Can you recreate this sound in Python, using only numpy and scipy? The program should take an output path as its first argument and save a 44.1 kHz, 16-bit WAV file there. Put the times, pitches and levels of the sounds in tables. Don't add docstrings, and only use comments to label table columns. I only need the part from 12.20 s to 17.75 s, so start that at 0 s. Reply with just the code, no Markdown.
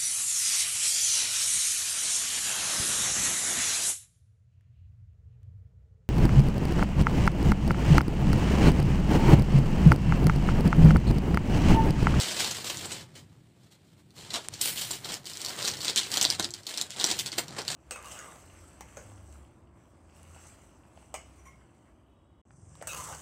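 import sys
import numpy as np
from scipy import signal
from scipy.fft import rfft, irfft
from scipy.io import wavfile
from scipy.ndimage import map_coordinates

SR = 44100
rng = np.random.default_rng(int(sys.argv[2]) if len(sys.argv) > 2 else 0)


def store_wav(level_fs):
    pcm = np.round(np.clip(np.atleast_2d(level_fs), -1, 1) * 32767)
    wavfile.write(sys.argv[1], SR, pcm.T.astype(np.int16))


def volts_from_db(level):
    exponent = np.asarray(level, float) / 20
    return 10 ** exponent


N = 244755


def unit(x):
    return x / np.sqrt(np.mean(x ** 2) + 1e-20)


def along(points, hz):
    f, v = np.transpose(points)
    return np.interp(np.log(hz + 1), np.log(f + 1), v)


def curves(rows):
    s, *cols = np.transpose(rows)
    return [np.interp(np.arange(N) / SR, s, c) for c in cols]


def wobble(rate):
    knots = rng.standard_normal(int(N * rate / SR) + 4)
    return map_coordinates(knots, [np.arange(N) * rate / SR])


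def coloured(x, spectrum):
    size = 4096
    gain = volts_from_db(along(spectrum, np.fft.rfftfreq(size, 1 / SR)))
    cepstrum = irfft(np.log(gain + 1e-6), size)
    cepstrum[1:size // 2] *= 2
    cepstrum[size // 2 + 1:] = 0
    response = irfft(np.exp(rfft(cepstrum)), size)
    return unit(signal.fftconvolve(x, response)[:N])


# (peak t/s, crackle level/dB, time to rise 20 dB t/s,
# time to fall 20 dB t/s, packet body level/dB over the crackle); the sign of a time is ignored
STROKES = [(0.0, -31.5, .1, 0.1737, -11), (.1, -37.5, .05, .1, -11.5), (.205, -32.5, .13, .1, -11),
           (0.309, -35.5, 0.16, 0.1259, -11), (.4, -40.5, 0, 0.0562, -10), (.455, -34.5, .02, .15, -10.5),
           (.58, -41, -0.05, .12, -11.5), (.65, -42, -0.05, .03, -6.5), (0.724, -40, 0.06, .08, -9.5),
           (.81, -47.5, 0.2, .04, -7), (.89, -69, 0.16, .1, 0), (.97, -48.5, .03, .048, -9),
           (1.08, -72.5, 0.5, 0.23, 1.5), (1.435, -66.5, .05, 0.1, -4), (1.525, -60.5, 0.03, .045, -10),
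           (1.7, -70, 0.15, .08, -6), (1.81, -67.5, 0.06, 0, -2.5), (1.96, -56, .015, 0.6, -10),
           (2.01, -51.5, .07, 0.34, -6), (2.105, -45, 0.01, 0.1, -8), (2.144, -31.5, 0.0176, 0.04, -5.5),
           (2.2, -51, 0.046, 0.14, -12), (2.345, -47, .03, .1, -9), (2.42, -35.5, .015, .15, -16),
           (2.49, -35, .1, .06, -15.5), (2.59, -36, .06, 0.16, -15.5), (2.719, -38, 0.05, 0.08, -12.5),
           (2.87, -42.5, 0.07, 0.11, -3.5), (2.94, -42, 0.117, 0.05, -16), (3.07, -44, .028, 0.27, -13),
           (3.22, -47, 0.03, 0.2, -18), (3.29, -41.5, .1, 0.13, -4.5), (3.42, -39.5, .09, .1, -7.5),
           (3.485, -36.5, 0.0949, 0.1, -7.5), (3.681, -35.5, 0.12, .085, -8),
           (3.775, -27.5, .025, 0.05, -15), (3.84, -40.5, 0.06, .1, -10), (3.951, -33.5, .07, 0.11, -7),
           (4.03, -34, 0.07, .07, -12), (4.104, -36.5, 0.05, .08, -9.5), (4.203, -35, 0.02, .025, -2),
           (4.25, -39, 0.06, .025, -7.5), (4.34, -49, 0, 0.08, -9.5), (4.44, -60, 0, .05, -4),
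           (4.48, -42, 0.01, 0.2, -8), (4.59, -44.5, .12, .07, -9), (4.711, -43.5, .015, .075, -19.5),
           (4.81, -38.5, .06, 0.17, -5), (4.915, -31.5, 0.1041, 0.0534, -11),
           (4.996, -38, 0.0359, .05, -18.5), (5.069, -39, 0.03, .035, -9), (5.129, -42, .025, 0.05, -6),
           (5.189, -29, 0.02, 0.02, -6.5), (5.23, -53.5, 0.1, .05, -3), (5.32, -55, 0.13, .1, 3.5),
           (5.393, -42, 0.06, .045, 0), (5.465, -48, .04, 1, -5), (5.5, -40, 0.05, 0.9, -8)]
# (t/s, level/dB)
STILL_HANDS = [(0, -70), (1, -78), (1.9, -78), (2.1, -65), (5.55, -64)]


def handling():
    shoulder = 1.66
    body_lingers, fizz_lingers = 1.273, 1.13
    t = np.arange(0, N + 65, 32)[:, None] / SR
    s, db, rise, fall, body_db = np.transpose(STROKES)
    away = np.where(t < s, (s - t) / abs(rise), (t - s) / abs(fall))
    stirring = volts_from_db(np.interp(t[:, 0], *np.transpose(STILL_HANDS)))

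    def total(peak_db, slower):
        squeezes = volts_from_db(peak_db - 20 * (away / slower) ** shoulder)
        power = (squeezes ** 2).sum(axis=1) + stirring ** 2
        return np.interp(np.arange(N) / SR, t[:, 0], 10 * np.log10(power))

    return total(db, 1), total(db + body_db, body_lingers), total(db, fizz_lingers)


# (f/Hz, level/dB per Hz)
FOIL_SHAPE = [(880, -32), (1500, -13), (2640, -4.5), (3180, -1.5), (3420, -3.5), (4180, -1.5), (4860, -4.5),
              (6450, -8), (7690, -4.5), (11000, -21), (14300, -23.5), (22000, -120)]
BODY_SHAPE = [(130, -25.5), (220, 0.5), (252, -8.5), (305, -1), (485, -2), (762, -3), (1140, -6),
              (2200, -9.5), (2860, -20.5), (4840, -120)]
FIZZ_SHAPE = [(5290, -36.5), (9000, 13), (11200, 7), (14900, 10), (15900, -1), (16000, -47)]
# (t/s, fizz level/dB over the crackle)
TIGHTNESS = [(0, -16), (.3, -15), (.55, -11), (.8, -18), (1.2, -9), (1.55, -13), (1.9, -7), (2.15, -24),
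             (2.39, -15), (2.42, -0.5), (2.6, -5.5), (2.9, -12.5), (3.2, -9.5), (3.5, -12.5), (3.65, -11),
             (3.78, -23), (3.9, -8.5), (4.2, -20), (4.48, -10), (4.62, -18), (4.95, -15), (5, -5.5),
             (5.12, -21), (5.19, -7), (5.28, -25), (5.55, -13)]
# (t/s, room tail level/dB over the direct sound,
# smooth rubbing as a ratio to single flips)
NEARNESS = [(0, -3.5, 1.47), (1, -5, 2.3), (2.6, -7.5, 1.77), (3.6, -10.5, 0.63), (5.55, -8.5, 0.68)]


def crackle():
    foil_db, body_db, drive_db = handling()
    fizz_db, = curves(TIGHTNESS)
    smooth = curves(NEARNESS)[1]
    clumps = volts_from_db(0.51 * wobble(30) + 3.24 * wobble(200))
    chance, size, sign = rng.random(N), rng.exponential(1, N), rng.standard_normal(N)
    flips = unit((chance < 3000 / SR) * volts_from_db(2.25 * np.minimum(size, 4)) * sign)

    def rub(share):
        rubbing = share * smooth * rng.standard_normal(N)
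        return clumps / np.hypot(1, smooth) * (flips + rubbing)

    foil = volts_from_db(foil_db) * coloured(rub(0.71), FOIL_SHAPE)
    fizz = volts_from_db(drive_db + fizz_db) * coloured(rub(0.76), FIZZ_SHAPE)
    body = volts_from_db(body_db) * coloured(rub(1.14), BODY_SHAPE)
    return foil + fizz + body


# (t/s, level/dB)
RUMBLE_LEVEL = [(0, -51.5), (.63, -49.5), (1.2, -58.5), (1.75, -61.5), (2.26, -52), (2.85, -52), (3.2, -57),
                (3.6, -51.5), (3.8, -58), (4.1, -50.5), (4.55, -61), (4.95, -50.5), (5.55, -52)]
# (f/Hz, level/dB per Hz)
RUMBLE_SHAPE = [(15, -42), (25, -20), (43, -21.5), (69, -14.5), (79, -17.5), (92, -3.5), (113, -7.5),
                (130, -4.5), (400, -25.5), (520, -70), (880, -120)]
HISS_SHAPE = [(180, -31), (300, 3.5), (433, -4.5), (486, -7), (1280, -23), (3240, -18), (6000, -32),
              (8090, -20), (10700, -34), (14700, -34), (16000, -50)]


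def background():
    rumble_db, = curves(RUMBLE_LEVEL)
    rumble = volts_from_db(rumble_db + 1.7 * wobble(9.8)) * coloured(rng.standard_normal(N), RUMBLE_SHAPE)
    hiss = volts_from_db(-67.5 + 1.4 * wobble(17)) * coloured(rng.standard_normal(N), HISS_SHAPE)
    return rumble + hiss


# (f/Hz, time to die by 60 dB t/s)
ROOM_DECAY = [(300, 0.25), (2000, 0.18), (5000, 0.13), (12000, 0.17)]


def tail():
    hz, t, z = signal.stft(rng.standard_normal(SR // 6), SR, nperseg=128)
    fade = volts_from_db(-60 * t / along(ROOM_DECAY, hz)[:, None])
    decay = signal.istft(z * fade, SR, nperseg=128)[1]
    return decay / np.linalg.norm(decay)


# (delay t/s, level/dB over the direct sound)
NEAR_ECHOES = [(.006, -8), (.0085, -10.5), (0.013, -23.5), (.017, -26)]


def room(x):
    out, wet_db = np.zeros(N + SR), curves(NEARNESS)[0]
    step = SR // 100
    smear = volts_from_db(-60 * np.arange(200) / SR / 0.0044)
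    for start in range(0, N, step):
        late = np.pad(tail(), (round(.007 * SR), 0))
        answer = volts_from_db(wet_db[start]) * late
        answer[0] = 1
        for s, db in NEAR_ECHOES:
            scatter = smear * rng.standard_normal(len(smear))
            answer[round(s * SR):][:len(smear)] += volts_from_db(db) * scatter / np.linalg.norm(scatter)
        piece = signal.fftconvolve(x[start:start + step], answer)
        out[start:][:len(piece)] += piece
    return out[:N]


def small_creases():
    per_second = 14
    over_crackle_db, spread_db = 20, 3
    usual_hz, usual_ms = 4530, 1.4
    smooth_hides_db = 9
    when, draw = rng.random(300), rng.standard_normal((300, 3))
    s = np.cumsum(-np.log(when) / per_second)
    strength_db = handling()[0] - smooth_hides_db * curves(NEARNESS)[1]
    db = np.interp(s * SR, np.arange(N), strength_db) + over_crackle_db + spread_db * draw[:, 0]
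    hz = usual_hz * np.exp(0.23 * draw[:, 1])
    ms = usual_ms * np.exp(.45 * draw[:, 2])
    rows = np.transpose([s, db, hz, ms])
    return list(rows[s < N / SR])


# (f/Hz, usual level/dB, time to die by 60 dB t/s)
PACKET_TONES = [(350, -1.5, 0.024), (733, 4.5, 0.013), (956, 0.5, 0.015), (1430, 2, 0.01)]


def thump(t):
    tones = 0
    for hz, db, t60 in PACKET_TONES:
        fading = volts_from_db(db + 1.75 * rng.normal() - 60 * t / t60)
        tones = tones + fading * np.sin(2 * np.pi * hz * t)
    return tones * (1 - np.exp(-t / 0.00095))


# (t/s, level/dB)
PACKET_BUMPS = [(0.1984, -33), (.656, -36.5), (.7172, -38), (2.1406, -34), (2.1565, -33), (2.707, -34.5),
                (2.9006, -37), (3.9709, -30.5), (4.197, -25), (4.8046, -34), (4.8416, -30), (4.913, -33),
                (5.1813, -26), (5.1875, -26.5), (5.316, -44), (5.389, -30)]


def bumps():
    out, t = np.zeros(N + SR), np.arange(4096) / SR
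    for s, db in PACKET_BUMPS:
        out[round(s * SR):][:len(t)] += volts_from_db(db) * thump(t)
    return out[:N]


# (t/s, peak level/dB of the crack, strongest f/Hz, length/ms)
CLEAR_CREASES = [(.1985, -19.5, 4870, 2), (0.3114, -20.5, 6300, 1.4), (0.5714, -20.5, 6600, 0.82),
                 (0.6559, -25.5, 8100, 2), (0.7173, -27.5, 7900, 5.2), (1.9064, -47.5, 3360, 0.8),
                 (1.9825, -38, 4700, 0.93), (2.1045, -27, 3750, 2.6), (2.1354, -25, 6240, 1.5),
                 (2.1402, -18, 2650, 1.5), (2.1574, -18.5, 2800, 2.2), (2.3381, -26.5, 4570, 2.3),
                 (2.413, -13.5, 8230, 2.9), (2.5747, -24, 3140, .9), (2.6126, -23.5, 7800, 1.6),
                 (2.707, -24.5, 4480, 3), (2.7125, -17, 8100, 0.82), (2.8448, -27, 3730, 4.5),
                 (2.941, -19, 5860, 0.98), (3.0556, -28.5, 4950, 1.8), (3.0982, -28, 4500, 0.67),
                 (3.1343, -29, 4520, 1.4), (3.205, -29, 4090, 1.1), (3.6053, -25.5, 4750, 4.1),
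                 (4.9027, -17, 4520, 1.4), (.2617, -24, 5680, 1.2), (3.1713, -25.5, 8000, 1.4),
                 (3.216, -22.5, 4870, 1.65), (3.2477, -22, 5150, 1.6), (3.2615, -19, 4800, 1.1),
                 (3.284, -23, 4220, 1.1), (3.2945, -23.5, 4780, .8), (3.0706, -27, 4200, .8),
                 (3.45, -19, 5170, 1.5), (3.4826, -17.5, 5540, 1.7), (4.017, -12, 3830, .64),
                 (3.782, -15, 3500, 5.6), (4.9955, -19.5, 3300, 3.4), (5.067, -21.5, 4000, 1),
                 (3.4266, -18.5, 4550, .7), (3.4562, -16.5, 4550, 0.82), (3.4776, -15, 4870, 1.2),
                 (3.6159, -23.5, 4600, 1.5), (3.6473, -15.5, 4570, 1.1), (3.6811, -13, 3780, 1.4),
                 (3.6981, -16, 3800, 1.8), (3.76, -11.5, 6930, 1.1), (3.773, -10.5, 3600, 4.7),
                 (3.8317, -24, 3620, 3.1), (3.9165, -19, 4570, 1.25), (3.9394, -18, 4520, 1.8),
                 (3.9709, -10.5, 4610, 1.9), (4.013, -5, 5430, 0.44), (4.027, -10.5, 7360, 1.8),
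                 (4.0512, -4, 4400, 0.65), (4.1014, -9, 5500, 1), (4.197, -10, 4370, 0.46),
                 (4.2261, -22, 5380, 1.3), (4.2448, -13.5, 4830, .95), (4.306, -25.5, 6200, 1.2),
                 (4.3384, -22, 4240, 1.4), (4.433, -39.5, 4820, 1.4), (4.4671, -22, 4280, 2.9),
                 (4.542, -25, 3830, 1.2), (4.5748, -16, 4600, .8), (4.58, -18.5, 4240, 1.8),
                 (4.6131, -12.5, 4160, 1.1), (4.7054, -22.5, 5510, 0.68), (4.763, -28.5, 3660, 1.1),
                 (4.7978, -19, 4050, 3), (4.8115, -16.5, 4300, 1.2), (4.8417, -7, 5800, 1.34),
                 (4.8625, -18, 7540, 2.5), (4.913, -13, 5200, 1.4), (4.9903, -14.5, 6000, 1.6),
                 (5.0608, -16.5, 4010, .96), (5.118, -26, 4870, 2.3), (5.1817, -16.5, 5760, 1.5),
                 (5.2817, -30.5, 4150, 1.1), (5.308, -34.5, 4070, 0.77), (5.3672, -39, 3230, 1.5),
                 (5.389, -25, 4640, 2.1), (5.4796, -15, 4250, 1.2), (5.5156, -18.5, 6070, .7)]


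def snaps():
    thump_db = -23.5
    out, t = np.zeros(N + SR), np.arange(4096) / SR
    f = np.fft.rfftfreq(len(t), 1 / SR)
    small = (f / 3200) ** 4 / (1 + (f / 3200) ** 4)
    foil, fizz = small * volts_from_db(along(FOIL_SHAPE, f)), volts_from_db(along(FIZZ_SHAPE, f))
    fizz_db, = curves(TIGHTNESS)
    for s, db, hz, ms in CLEAR_CREASES + small_creases():
        at = min(round(s * SR), N - 1)
        u = 1000 * t / np.clip(ms, .3, 15)
        jolt = rfft(np.sqrt(u) * np.exp(-1.3 * u) * rng.standard_normal((2, len(t))))
        crease = 1j * f * 1300 / (hz * hz - f * f + 1j * f * 1300)
        crack, spit = irfft(jolt * [foil * (0.43 + crease), fizz])
        sound = crack / abs(crack).max() + 0.59 * volts_from_db(fizz_db[at]) * spit / abs(spit).max()
        out[at:][:len(t)] += volts_from_db(db) * (sound + volts_from_db(thump_db) * thump(t))
    return out[:N]


# (t/s, level/dB, f/Hz)
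DRY_TICK = (2.2856, -15, 8330)


def tick():
    s, db, hz = DRY_TICK
    t = np.arange(N) / SR - s
    bright = np.exp(-((t - .0003) / 0.0002) ** 2) * np.sin(2 * np.pi * hz * t)
    push = np.exp(-((t - .00045) / .00003) ** 2)
    return volts_from_db(db) * (bright + 0.99 * push)


# (t/s, f/Hz, level/dB, time to die by 60 dB t/s)
LOW_TONE = (4.24, 351, -41, 0.4)


def ring():
    s, hz, db, t60 = LOW_TONE
    t = np.maximum(np.arange(N) / SR - s, 0)
    swell = 1 - np.exp(-t / 0.01)
    return volts_from_db(db - 60 * t / t60) * swell * np.sin(2 * np.pi * hz * t)


def scene():
    packets = crackle() + bumps() + snaps()
    return (room(packets) + tick() + ring() + background())[None]


def band_limit(x):
    return signal.sosfilt(signal.butter(12, 16660, fs=SR, output="sos"), x)


def record(dry):
    bass_cut = signal.butter(2, 45, "high", fs=SR, output="sos")
    treble_cut = signal.cheby2(16, 32, 15650, fs=SR, output="sos")
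    mix = signal.sosfilt(np.vstack([bass_cut, treble_cut]), dry)
    return band_limit(mix)


dry = scene()
out = record(dry)
store_wav(out)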